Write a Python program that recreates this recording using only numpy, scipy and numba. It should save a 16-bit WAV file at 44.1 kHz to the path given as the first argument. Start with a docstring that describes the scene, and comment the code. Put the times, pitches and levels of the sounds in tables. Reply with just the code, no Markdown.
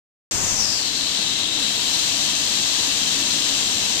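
"""A rushing hiss cuts in abruptly: plastic pellets streaming over the rim of a steel hopper, close by.
Thousands of tiny impacts a second merge at the stereo microphone, and the steel rings faintly in them.
On the left, with a brief rub, a hollow resonance slides down through the hiss, probably a hand closing
round the microphone port. Behind it all, machinery rumbles on the factory floor."""
import sys
import numpy as np
from scipy import signal
from scipy.fft import rfft, irfft
from scipy.io import wavfile
from numba import njit

SR = 44100
rng = np.random.default_rng(int(sys.argv[2]) if len(sys.argv) > 2 else 0)


def to_wav(sig):
    """Store sig (one row per channel, or 1-D mono) as 16-bit WAV at the path in sys.argv[1].

    Samples outside -1..1 are clipped; the rate is SR.
    """
    pcm = np.clip(np.atleast_2d(sig), -1, 1) * 32767
    pcm = np.round(pcm).astype(np.int16)
    wavfile.write(sys.argv[1], SR, pcm.T)  # frames by channels


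N = 176400
BIN_HZ = np.arange(N // 2 + 1) * SR / N
LOG_HZ = np.log(np.maximum(BIN_HZ, 1))


# Swell of the stream at the hopper: t/s, level/dB
STREAM_LEVEL = [(.31, 0.5), (.5, -0.6), (.65, -2), (.9, -3), (1.2, -1.5), (1.45, -3), (1.57, -2.5),
                (1.61, -1.3), (2.0, -1.2), (2.6, -0.5), (3.3, -0.03), (4.0, -0.5)]
# Ring of the hopper's steel: f/Hz, width/Hz, lift/dB
STEEL_MODES = [(470, 25, 6), (590, 35, 4), (695, 35, 6), (780, 25, 5), (964, 25, 7), (1170, 40, 3),
               (2664, 55, 6), (3070, 40, 2.5), (3262, 22, 6), (3712, 35, 3), (3971, 40, 3), (4349, 18, 4.5),
               (4802, 27, 3.5), (5310, 14, 4.5), (5808, 26, 6), (6211, 35, 4), (6658, 50, 2.5)]
# Base colour of the stream at each microphone port: f/Hz, level/dB per Hz
LEFT_SPECTRUM = [(200, -78.5), (600, -71), (1000, -69.5), (1450, -68.5), (1650, -64), (2400, -65),
                 (2700, -63.5), (4200, -63), (5200, -61), (6600, -61), (7600, -61), (8250, -69),
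                 (9300, -73), (10000, -77), (12400, -82.5), (15000, -80)]
RIGHT_SPECTRUM = [(200, -73), (600, -73), (1050, -71), (1400, -72), (1950, -73.5), (2700, -69),
                  (3400, -70.5), (4250, -72.5), (5000, -66.5), (6500, -65.5), (7500, -56), (8250, -67.5),
                  (9300, -68.5), (10100, -79.5), (12700, -77.5), (15000, -82.5)]

def pellets(flutter_db=0.33, flutter_hz=9.8):
    """The slightly uneven stream strikes the hopper and reaches each port with its own colour."""
    level_db, = in_time(STREAM_LEVEL)
    hail = at_ports(np.array([impacts() for _ in range(3)]))
    flow = from_db(level_db + flutter_db * drift(flutter_hz))
    left, right = ringing(hail * flow, STEEL_MODES)
    return np.array([cupped_hand(coloured(left, LEFT_SPECTRUM)), coloured(right, RIGHT_SPECTRUM)])


def impacts(per_second=19000, spread_db=2.5, range_db=13):
    """Pellets land in a dense random hail of clicks, mostly small, a few large; rms 1."""
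    size_db = np.minimum(spread_db * rng.exponential(1, N), range_db)
    sizes = from_db(size_db) * rng.choice([-1, 1], N)
    clicks = sizes * (rng.random(N) < per_second / SR)
    return clicks / clicks.std()


# Top of the hiss at both ports: t/s, level/dB
TREBLE_LEVEL = [(.31, .5), (.7, 0), (1.0, -0.5), (1.5, -3), (1.9, 2), (2.6, 1), (4.0, 0)]

def treble_dip(hiss, above_hz=8100):
    """The top of the hiss dulls for a while and recovers."""
    level_db, = in_time(TREBLE_LEVEL)
    treble = signal.sosfiltfilt(signal.butter(2, above_hz, "high", fs=SR, output="sos"), hiss)
    return hiss + (from_db(level_db) - 1) * treble


# Gliding resonance of the hollow at the left port: t/s, f/Hz, lift/dB, width/Hz
HOLLOW_GLIDE = [(.31, 6750, 5, 1800), (.45, 6650, 7.5, 1800), (.54, 6150, 10.5, 1210), (.64, 5270, 14, 855),
                (.76, 4700, 12.5, 704), (.85, 4190, 13, 620), (1.1, 4090, 14, 480), (1.3, 3920, 14.5, 402),
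                (1.55, 3800, 14, 390), (1.7, 3950, 12.5, 430), (2.0, 4040, 11.5, 686), (3.0, 4020, 10, 730),
                (4.0, 3960, 10, 750)]
# Its two side resonances, steady in pitch: t/s, lower lift/dB, upper lift/dB
HOLLOW_SIDES = [(.31, -2.5, 0.5), (.65, 1, 1), (.9, 5.5, 2.5), (1.3, 5.5, 1.5), (1.75, 6.5, 0.5),
                (1.95, 6, 3), (4.0, 5, 3.5)]

def cupped_hand(x, lower_hz=3055, lower_width_hz=710, upper_hz=6160, upper_width_hz=1050):
    """The hollow round the left port resonates in one gliding band and two steady ones."""
    glide_hz, glide_db, glide_width_hz = in_time(HOLLOW_GLIDE)
    lower_db, upper_db = in_time(HOLLOW_SIDES)
    for hz, width_hz, lift_db in ((glide_hz, glide_width_hz, glide_db),
                                  (lower_hz, lower_width_hz, lower_db),
                                  (upper_hz, upper_width_hz, upper_db)):
        band = moving_band(x, hz * np.ones(N), width_hz * np.ones(N))
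        x = x + (from_db(lift_db) - 1) * band
    return x


# Rub right on the microphone: t/s, level/dB
RUB_FADE = [(.31, -7.5), (.39, 0), (.5, -2.5), (.64, -5.5), (.8, -16), (1.1, -26), (1.4, -60)]
# Its colour at its loudest: f/Hz, level/dB per Hz
RUB_SPECTRUM = [(20, -57), (100, -50), (250, -57.5), (500, -61), (1100, -61), (2000, -73), (5000, -81)]

def hand_rub():
    """The hand brushes the left port only: brief, dull friction noise."""
    level_db, = in_time(RUB_FADE)
    rub = from_db(level_db) * coloured(rng.standard_normal(N), RUB_SPECTRUM)
    return np.array([rub, np.zeros(N)])


# Base colour of the machinery in the background: f/Hz, level/dB per Hz
MACHINE_SPECTRUM = [(20, -73.5), (50, -70.5), (120, -67.5), (190, -66.5), (320, -67.5), (390, -73),
                    (700, -75.5), (1500, -95), (4000, -110)]
# Boom of its housing: f/Hz, width/Hz, lift/dB
MACHINE_MODES = [(111, 10, 2.6), (218, 17, 5.35), (273, 10.7, 9.9), (305.6, 26, 5.6), (339, 5.6, 1.33)]
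# Its slow swell: t/s, level/dB
MACHINE_LEVEL = [(.31, -0.5), (.9, -3), (1.5, -0.5), (1.7, -1), (2.6, -0.6), (4.0, 1.5)]

def machinery(pan_db=2.5):
    """A low rumble booms in the machine's housing, left of centre."""
    level_db, = in_time(MACHINE_LEVEL)
    rumble = coloured(at_ports(rng.standard_normal((3, N))), MACHINE_SPECTRUM)
    return ringing(rumble, MACHINE_MODES) * from_db(level_db) * from_db([[pan_db], [-pan_db]])


# Sound heard alike at both microphone ports: f/Hz, share of power/0-1
PORT_COHERENCE = [(30, 0.1), (100, 0.75), (260, .88), (450, 0.73), (1100, 0.68), (1450, .12), (3200, 0.22),
                  (4300, 0.17), (6100, 0.23), (7500, .3), (8800, 0.54), (10500, 0.19)]

def at_ports(three_signals, right_lag_s=0.000098):
    """Left and right from one common and two separate signals; the right port hears a little later."""
    share = in_frequency(PORT_COHERENCE)
    spectra = rfft(three_signals)
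    sides = np.sqrt(share) * spectra[0] + np.sqrt(1 - share) * spectra[1:]
    delay = np.exp(-2j * np.pi * BIN_HZ * np.array([[0], [right_lag_s]]))
    return irfft(sides * delay, N)


def from_db(db):
    """Decibels to gain."""
    return 10 ** (np.asarray(db) / 20)


def in_time(rows):
    """Each column of a time curve at every sample."""
    times, *columns = np.transpose(rows)
    return [np.interp(np.arange(N) / SR, times, column) for column in columns]


def in_frequency(rows):
    """A frequency curve at every bin, joined along a log axis."""
    hz, values = np.transpose(rows)
    return np.interp(LOG_HZ, np.log(hz), values)


def coloured(white, spectrum):
    """Gives a white signal of rms 1 a spectrum in dB per Hz."""
    return irfft(rfft(white) * from_db(in_frequency(spectrum)), N) * np.sqrt(SR / 2)


def drift(rate_hz):
    """A slow random wander with a spread of 1."""
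    slow = irfft(rfft(rng.standard_normal(N)) / (1 + (BIN_HZ / rate_hz) ** 2), N)
    return (slow - slow.mean()) / slow.std()


def ringing(x, modes):
    """Adds the ring of narrow resonances to whatever excites them."""
    out = x
    for hz, width_hz, lift_db in modes:
        ring = signal.lfilter(*signal.iirpeak(hz, hz / width_hz, fs=SR), x)
        out = out + (from_db(lift_db) - 1) * ring
    return out


@njit
def moving_band(x, hz, width_hz):
    """A resonance of gain 1 whose centre and width can move."""
    out, low_state, band_state = np.zeros(len(x)), 0., 0.
    for i in range(len(x)):
        tuning, damping = np.tan(np.pi * hz[i] / SR), width_hz[i] / hz[i]
        band = (band_state + tuning * (x[i] - low_state)) / (1 + tuning * (tuning + damping))
        band_state = 2 * band - band_state
        low_state += 2 * tuning * band
        out[i] = damping * band
    return out


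def scene():
    """Pellets in front, machinery behind, the hand at the microphone."""
    return treble_dip(pellets()) + machinery() + hand_rub()


def record(dry):
    """The microphone input opens abruptly; the highest treble is cut off steeply."""
    start_s, cutoff_hz = 0.3109, 15150
    opened = dry * (np.arange(N) / SR >= start_s) + 1e-18
    return signal.sosfilt(signal.ellip(12, .1, 80, cutoff_hz, fs=SR, output="sos"), opened)


dry = scene()
out = record(dry)
to_wav(out)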